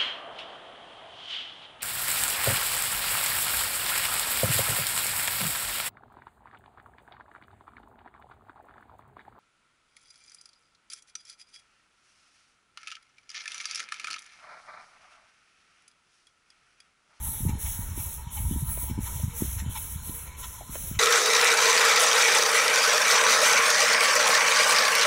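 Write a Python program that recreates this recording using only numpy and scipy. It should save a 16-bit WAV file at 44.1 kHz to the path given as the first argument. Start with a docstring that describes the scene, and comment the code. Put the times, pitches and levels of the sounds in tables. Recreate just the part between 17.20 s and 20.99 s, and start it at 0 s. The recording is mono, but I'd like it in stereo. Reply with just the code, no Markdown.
"""On a street pavement, a small steam car drives by the listener, heard through two close microphone ports.
Steam hisses out on every piston stroke: three bands of noise open, sag and shut together.
The exhaust chuffs about four times a turn: puffs of noise ring a pipe and rasp at its mouth.
Wind rumbles and thumps on the microphone as low noise and filtered pushes.
Behind lies a distant street of soft noise; a few light knocks and two faint hums are decaying or swelling tones."""
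import sys
import numpy as np
from scipy import signal
from scipy.fft import rfft, irfft, next_fast_len
from scipy.io import wavfile
from scipy.ndimage import uniform_filter1d, map_coordinates

SR = 44100
rng = np.random.default_rng(int(sys.argv[2]) if len(sys.argv) > 2 else 0)


def dump_mix(stems):
    """Bounce the given channels to the path in sys.argv[1] as a 16-bit WAV at rate SR."""
    frames = np.atleast_2d(stems).T  # one column per channel
    limited = np.clip(frames, -1, 1)  # hard clip at full scale
    pcm = np.round(limited * 32767).astype(np.int16)
    wavfile.write(sys.argv[1], SR, pcm)


N = 167139  # length of the scene in samples


def amp(db):
    """Decibels turned into a plain multiplier."""
    return 10 ** (np.asarray(db) / 20)


def unit(x):
    """The same sound scaled to an rms of 1."""
    return x / np.sqrt(np.mean(x ** 2) + 1e-20)


def along(points, hz):
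    """Read a curve of (frequency, value) points on a log frequency axis."""
    f, value = np.transpose(points)
    return np.interp(np.log(hz + 1), np.log(f + 1), value)


def curves(rows):
    """Join timed rows with straight lines: one value per sample for each column after the time."""
    times, *columns = np.transpose(rows)
    return [np.interp(np.arange(N) / SR, times, column) for column in columns]


def wobble(rate):
    """A smooth random curve around zero, bending through `rate` random points a second."""
    knots = rng.standard_normal(int(N * rate / SR) + 4)
    return map_coordinates(knots, [np.arange(N) * rate / SR])


def filtered(x, response):
    """Multiply the spectrum of x by a response that depends on frequency."""
    m = next_fast_len(N + SR // 4)  # spare room so the end does not wrap onto the start
    return irfft(rfft(x, m) * response(np.fft.rfftfreq(m, 1 / SR)), m)[..., :N]


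def colour(points):
    """The filter response of a (frequency, level) spectrum."""
    return lambda hz: amp(along(points, hz))


def resonances(modes):
    """The combined gain of resonances, each letting sound through near its own frequency."""
    def gain(f):
        total = 0
        for centre, width, db in modes:
            peak = amp(db) * f * width / (centre ** 2 - f ** 2 + 1j * f * width)
            total = total + np.abs(peak) ** 2.5  # sharpens each peak and stretches its dB by 1.25
        return np.sqrt(total)
    return gain


# Likeness of the left and right noise, before the phase difference: (frequency [Hz], likeness [0 to 1])
CHANNEL_LIKENESS = [(300, 1), (430, 1), (560, .85), (720, .75), (950, .9), (1200, .8), (1700, .88),
                    (2400, .6), (3300, .72), (3900, .7), (4350, 1), (5100, 1), (5600, .8), (6400, .99),
                    (7200, .99), (7900, .7), (8600, 1), (9350, 1), (10000, .85), (10900, 1), (11500, .99),
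                    (12100, .8), (12700, 1), (13650, 1), (14200, .75), (15000, .98)]
# Phase difference between left and right channels, climbing in steps: (frequency [Hz], phase [rad])
CHANNEL_PHASE = [(0, 0), (700, 0), (1100, -.55), (1400, -.15), (1950, .1), (2350, 1.6), (3400, .5),
                 (3900, 1.3), (4400, 3.05), (5100, 3.2), (6400, 6.25), (7400, 6.35), (8000, 8.1),
                 (8650, 9.35), (9300, 9.5), (10600, 12.5), (11500, 12.6), (12750, 15.65), (13600, 15.8),
                 (14700, 18.8), (16500, 18.85)]


def rush(response, patchy_db):
    """Stereo noise of rms 1 whose patches of time and pitch vary in level, partly shared by left and right."""
    spectrum = signal.stft(rng.standard_normal((2, N)), nperseg=512)[2]
    patches = rng.standard_normal(spectrum.shape[1:])
    patches = uniform_filter1d(patches, size=7, axis=0)  # smooth across frequency
    patches = uniform_filter1d(patches, size=14, axis=1)  # smooth across time
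    pair = signal.istft(spectrum * amp(patchy_db * unit(patches)), nperseg=512)[1][:, :N]

    def shared_and_opposed(hz):
        angle = np.arccos(np.clip(along(CHANNEL_LIKENESS, hz), -1, 1)) / 2
        return response(hz) * [np.cos(angle), np.sin(angle)]

    def phase_split(hz):
        phase = np.interp(hz, *np.transpose(CHANNEL_PHASE))
        return np.exp(.5j * np.outer([1, -1], phase))  # half the difference on each channel

    mid, side = filtered(pair, shared_and_opposed)
    return unit(filtered(np.array([mid + side, mid - side]), phase_split))


# Tone of the distant street before its overall level is set: (frequency [Hz], relative level [dB])
STREET_TONE = [(120, -18), (250, 0), (450, 0.5), (700, -3.5), (1500, -2.5), (4000, -16.5), (7800, -6),
               (8100, 1), (11000, -2), (16000, -20)]
STREET_DB, STREET_SWAY_DB = -50.5, 1.2  # middle level and size of its slow sway, dB


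def street():
    """The distant background is soft, slowly swaying noise."""
    level = amp(STREET_DB + STREET_SWAY_DB * wobble(8))
    return level * rush(colour(STREET_TONE), patchy_db=3.0)


# Strength of the wind rumble, before a trim and gusts: (time [s], level [dB])
WIND_LEVEL = [(0, -35.5), (.17, -37.5), (.27, -26), (.4, -39), (.7, -35.5), (.85, -38.5), (.93, -42),
              (1.15, -40.5), (1.25, -28.5), (1.47, -34.5), (1.6, -35.5), (1.95, -35.5), (2.15, -39.5),
              (2.48, -35), (2.65, -41), (2.8, -35.5), (3.05, -44), (3.45, -44.5), (3.79, -34.5)]
# Tone of the rumble before its level is set: (frequency [Hz], relative level [dB])
RUMBLE_TONE = [(15, -9), (28, -11), (48, 2), (70, 5), (100, -4.5), (150, -11.5), (250, -21.5), (400, -46),
               (800, -107)]
# Wind thumps on the microphone: (time near the peak [s], peak level [dB], upper edge [Hz])
WIND_THUMPS = [(.09, -35, 214), (.207, -27.5, 216), (0.23, -23, 109), (.252, -22, 327), (0.262, -15, 150),
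               (0.275, -22.5, 196), (0.294, -19.5, 241), (0.334, -22.5, 145), (0.353, -27, 236),
               (0.446, -25.5, 85), (.592, -25.5, 167), (0.777, -30.5, 357), (0.802, -27.5, 106),
               (0.856, -30.5, 100), (1.069, -29, 150), (1.204, -24, 130), (1.25, -26, 100),
               (1.284, -30, 163), (1.312, -19, 242), (1.325, -23.5, 243), (1.361, -24.5, 270),
               (1.422, -31.5, 280), (1.428, -20, 148), (1.631, -32.5, 235), (1.7, -28, 320),
               (1.712, -21.5, 230), (1.779, -23.5, 284), (1.789, -18.5, 240), (1.832, -29, 91),
               (1.961, -25, 127), (2.036, -18.5, 152), (2.045, -19.5, 166), (2.081, -24, 158),
               (2.208, -29.5, 240), (2.222, -15, 334), (2.249, -29, 170), (2.366, -25, 102),
               (2.424, -28, 208), (2.464, -24, 197), (2.479, -22, 98), (2.498, -29.5, 232),
               (2.759, -29, 137), (2.896, -27, 260), (3.496, -32, 238), (3.642, -32, 131),
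               (3.714, -26, 228), (3.769, -28.5, 139)]
RUMBLE_TRIM_DB, GUST_DB = -0.5, 1.4
THUMP_LOW_HZ = 60.3  # lower edge of every thump
EDDY_DB, EDDY_S = -13.5, 0.013  # eddy strength before a tenfold cut, and fading time


def wind():
    """Moving air presses on the microphone: low rumble and thumps trailed by small eddies, alike in both ears."""
    rumble_db, = curves(WIND_LEVEL)
    rumble = unit(filtered(rng.standard_normal(N), colour(RUMBLE_TONE)))
    out = amp(rumble_db + RUMBLE_TRIM_DB + GUST_DB * wobble(14)) * rumble
    t = np.arange(SR // 6) / SR
    low_cut = signal.butter(4, THUMP_LOW_HZ, 'high', fs=SR, output='sos')
    for time, db, upper_hz in WIND_THUMPS:
        eddies = amp(EDDY_DB) / 10 * np.exp(-t / EDDY_S) * rng.standard_normal(len(t))
        push = (t == 0) + eddies  # one sharp push, then the eddies
        high_cut = signal.butter(5, upper_hz, fs=SR, output='sos')
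        thump = signal.sosfilt(np.vstack([low_cut, high_cut]), push)
        thump = amp(db) * thump / np.abs(thump).max()
        at = round((time - .5 / upper_hz) * SR)  # start early, as the filters delay the peak
        out[at:at + len(t)] += thump[:N - at]
    return out


# Faint brief hums: (time of the loudest moment [s], peak level [dB])
HUM_TIMES = [(2.15, -50.5), (2.97, -54)]
HUM_HZ, HUM_S = 473, 0.032  # pitch, and time from the peak to about a third of it


def hums():
    """A weak tone with a slightly unsteady phase swells and fades twice."""
    t = np.arange(N) / SR
    swell = sum(amp(db) * np.exp(-((t - time) / HUM_S) ** 2) for time, db in HUM_TIMES)
    return swell * np.sin(2 * np.pi * HUM_HZ * t + 0.52 * wobble(40))


# Light knocks, t60 being the time to fall by 60 dB, and scuff level being relative to the knock:
# (time [s], level [dB], pitch [Hz], attack [s], t60 [s], scuff level [dB])
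LIGHT_KNOCKS = [(1.575, -36, 560, .001, 0.025, -3.5), (1.64, -44, 570, .001, 0.027, -4),
                (1.997, -42, 587, 0.0015, .04, -6), (3.408, -30, 722, 0.0055, 0.056, -12),
                (3.554, -31, 580, 0.0012, 0.046, -1.5)]
# Tones inside each knock: (multiple of the pitch [ratio], relative level [dB])
KNOCK_TONES = [(.86, -7), (1, -3), (1.13, -4), (1.7, -19), (3.1, -16)]
# Tone of the scuff before its level is set: (frequency [Hz], relative level [dB])
SCUFF_TONE = [(100, -25), (350, 7.5), (800, -1), (1700, -3.5), (3000, -16), (6000, -57)]


def knocks():
    """A tap sets off a few tones that die quickly, together with a scuff of noise."""
    out, t = np.zeros(N + SR), np.arange(SR // 6) / SR
    grit = unit(filtered(rng.standard_normal(N), colour(SCUFF_TONE)))
    for time, db, pitch, attack, t60, scuff_db in LIGHT_KNOCKS:
        at = round(time * SR)
        ring = sum(amp(level) * np.sin(2 * np.pi * (pitch * ratio * t + rng.random()))
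                   for ratio, level in KNOCK_TONES)
        scuff = amp(scuff_db) * grit[at:at + len(t)]
        fade = amp(db - 60 * t / t60) * (1 - np.exp(-t / attack))
        out[at:at + len(t)] += fade * (ring + scuff)
    return out[:N]


# Exhaust chuffs, added to the flow below: (time [s], pipe ring level [dB], rasp level [dB])
EXHAUST_CHUFFS = [(.075, -45, -62), (.293, -47.5, -42), (0.464, -42, -41), (.62, -50, -54),
                  (.797, -53.5, -45.5), (1, -44, -58), (1.177, -43, -42), (1.335, -57, -58),
                  (1.497, -46, -60), (1.707, -50, -47), (1.871, -40.5, -40.5), (2.035, -70, -71),
                  (2.21, -42.5, -49), (2.399, -45.5, -37), (2.569, -42.5, -36), (2.722, -50.5, -55),
                  (2.89, -49, -46), (3.078, -47.5, -42.5), (3.242, -49.5, -37.5), (3.39, -52.5, -52),
                  (3.559, -50.5, -45.5), (3.753, -64, -42.5)]
# Exhaust flow between the chuffs: (time [s], pipe ring level [dB], rasp level [dB])
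EXHAUST_FLOW = [(0, -51, -53), (.8, -54, -51), (1.6, -53, -50.5), (2.4, -55.5, -50), (3.79, -56, -53)]
# Pipe resonances, before the peaks are sharpened: (frequency [Hz], width [Hz], relative level [dB])
PIPE_MODES = [(888, 56, 0), (969, 49, 4), (1310, 98, -10), (1890, 150, -10)]
# Rasp resonances, before the peaks are sharpened: (frequency [Hz], width [Hz], relative level [dB])
RASP_MODES = [(1350, 140, -1.5), (1846, 110, -5), (2253, 133, 3), (2665, 123, -1), (3054, 79, 3),
              (3380, 150, -2), (3730, 250, -2), (4163, 87, 4), (5250, 660, 0), (6980, 1300, -4.5)]
CHUFF_RISE_S, CHUFF_FALL_S, CHUFF_SHAPE = 0.011, 0.011, 1.5  # a higher shape gives a rounder top
PIPE_RISE_PER_S = .025  # the ring drifts upward by this fraction a second as the car drives on
EXHAUST_SWAY_DB, RASP_GRAIN_DB = 1.2, 0.47  # sizes of the random level changes
ROAD_DELAY_S, ROAD_DB = .0047, -15.5  # the bounce off a nearby surface


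def exhaust():
    """Short puffs on a gently changing flow ring the pipe and rasp at its mouth."""
    t = np.arange(N) / SR
    power = amp(curves(EXHAUST_FLOW)) ** 2
    for time, *part_db in EXHAUST_CHUFFS:
        distance = np.where(t < time, (time - t) / CHUFF_RISE_S, (t - time) / CHUFF_FALL_S)
        puff = np.exp(-distance ** CHUFF_SHAPE)
        power = power + np.outer(amp(part_db) ** 2, puff)
    ring_level, rasp_level = np.sqrt(power) * amp(EXHAUST_SWAY_DB * wobble(40))
    # reading the noise slower at first and faster later makes its pitch climb
    drift = t + PIPE_RISE_PER_S * t * (t - t[-1]) / 2
    pipe = np.array([np.interp(drift, t, side) for side in rush(resonances(PIPE_MODES), patchy_db=2.95)])
    grain = amp(RASP_GRAIN_DB * wobble(300))
    return ring_level * pipe + rasp_level * grain * rush(resonances(RASP_MODES), patchy_db=3)


def road_bounce(x):
    """A nearby surface returns one weaker, later copy of the exhaust."""
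    return filtered(x, lambda hz: 1 + amp(ROAD_DB) * np.exp(-2j * np.pi * hz * ROAD_DELAY_S))


# Piston strokes that leak steam; the three levels hold before the sag and flutter:
# (start [s], length [s], sag [dB per s], hiss level [dB], sizzle level [dB], top fizz level [dB])
PISTON_STROKES = [(0.005, 0.25, 7, -45.5, -31.5, -51), (.39, .25, 30, -39, -30, -31),
                  (.735, 0.23, 8, -42, -33, -35), (1.11, 0.31, 23.5, -44, -31, -43),
                  (1.44, 0.23, 6, -48, -32.5, -30), (1.805, 0.244, 25.5, -40.5, -33, -43),
                  (2.135, 0.23, 18, -38.5, -31, -38), (2.495, 0.244, 16, -43, -33, -38),
                  (2.815, 0.23, 25.5, -44.5, -32, -39), (3.175, 0.24, 49, -40, -35, -42),
                  (3.495, 0.23, 5.5, -42, -36, -37)]
# Tone of the hiss before its level is set: (frequency [Hz], relative level [dB])
HISS_TONE = [(1500, -9.5), (2500, -6.5), (4000, -4.5), (5600, 3), (7800, -0.5), (9000, 5.5), (11000, -9)]
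# Tone of the sizzle before its level is set: (frequency [Hz], relative level [dB])
SIZZLE_TONE = [(5000, -72), (7800, -14.5), (8050, -0.5), (10200, 1.5), (11500, -0.5), (13000, -2),
               (16000, -7)]
# Tone of the top fizz before its level is set: (frequency [Hz], relative level [dB])
FIZZ_TONE = [(8000, -41), (10500, -43), (12500, -9), (13500, 3), (14600, -7), (15600, 3.5)]
ATTACK_S, RELEASE_DB_PER_S = 0.05, 287
CLOSING_S = 0.019  # the valve eases into closing
SEEP_DB, SEEP_S = -12.5, 0.19  # steam still seeps between the two strokes of a turn
STEAM_PATCHY_DB, JET_SWAY_DB = .9, 1


def steam():
    """Each stroke opens the leak, sags as the steam expands and shuts; every second one seeps on for a while."""
    t, level = np.arange(N) / SR, np.zeros((3, N))

    def shut(age, close_s):
        late = np.maximum(age - close_s, 0)
        return amp(-RELEASE_DB_PER_S * (np.hypot(late, CLOSING_S) - CLOSING_S))

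    for k, (start, length, sag, *band_db) in enumerate(PISTON_STROKES):
        age = t - start + ATTACK_S / 5  # the leak opens slightly before the listed start
        gate = amp(-sag * np.clip(age, 0, length)) * shut(age, length)
        if k % 2:
            gate = np.maximum(gate, amp(SEEP_DB) * shut(age, length + SEEP_S))
        opening = np.clip(age / ATTACK_S, 0, 1)
        level = np.maximum(level, np.outer(amp(band_db), gate * opening))
    flutter_db = 1.4 * wobble(35) + .5 * wobble(200)  # shared by all three bands
    out = 0
    for band_level, tone in zip(level, (HISS_TONE, SIZZLE_TONE, FIZZ_TONE)):
        sway = amp(flutter_db + JET_SWAY_DB * wobble(21.94))
        out = out + band_level * sway * rush(colour(tone), STEAM_PATCHY_DB)
    return out


REFLECTION_DB = -20


def reflections(x):
    """Weak copies off the chassis, kerb and road colour the steam with a fine ripple."""
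    delays = rng.uniform(0.0016, .028, 10)  # seconds
    signs = rng.choice([-1, 1], 10)
    out = x.copy()
    for delay, sign in zip(delays, signs):
        lag = max(1, round(delay * SR))
        out[:, lag:] += sign * amp(REFLECTION_DB) * x[:, :-lag]
    return out


def scene():
    """The distant street, the wind, the small sounds nearby, and the car with its reflections."""
    background = street() + wind()
    nearby = hums() + knocks()
    car = road_bounce(exhaust()) + reflections(steam())
    return background + nearby + car


TOP_HZ = 15850


def record(dry):
    """Nothing above the band limit is kept."""
    return filtered(dry, lambda hz: hz < TOP_HZ)


dry = scene()
out = record(dry)
dump_mix(out)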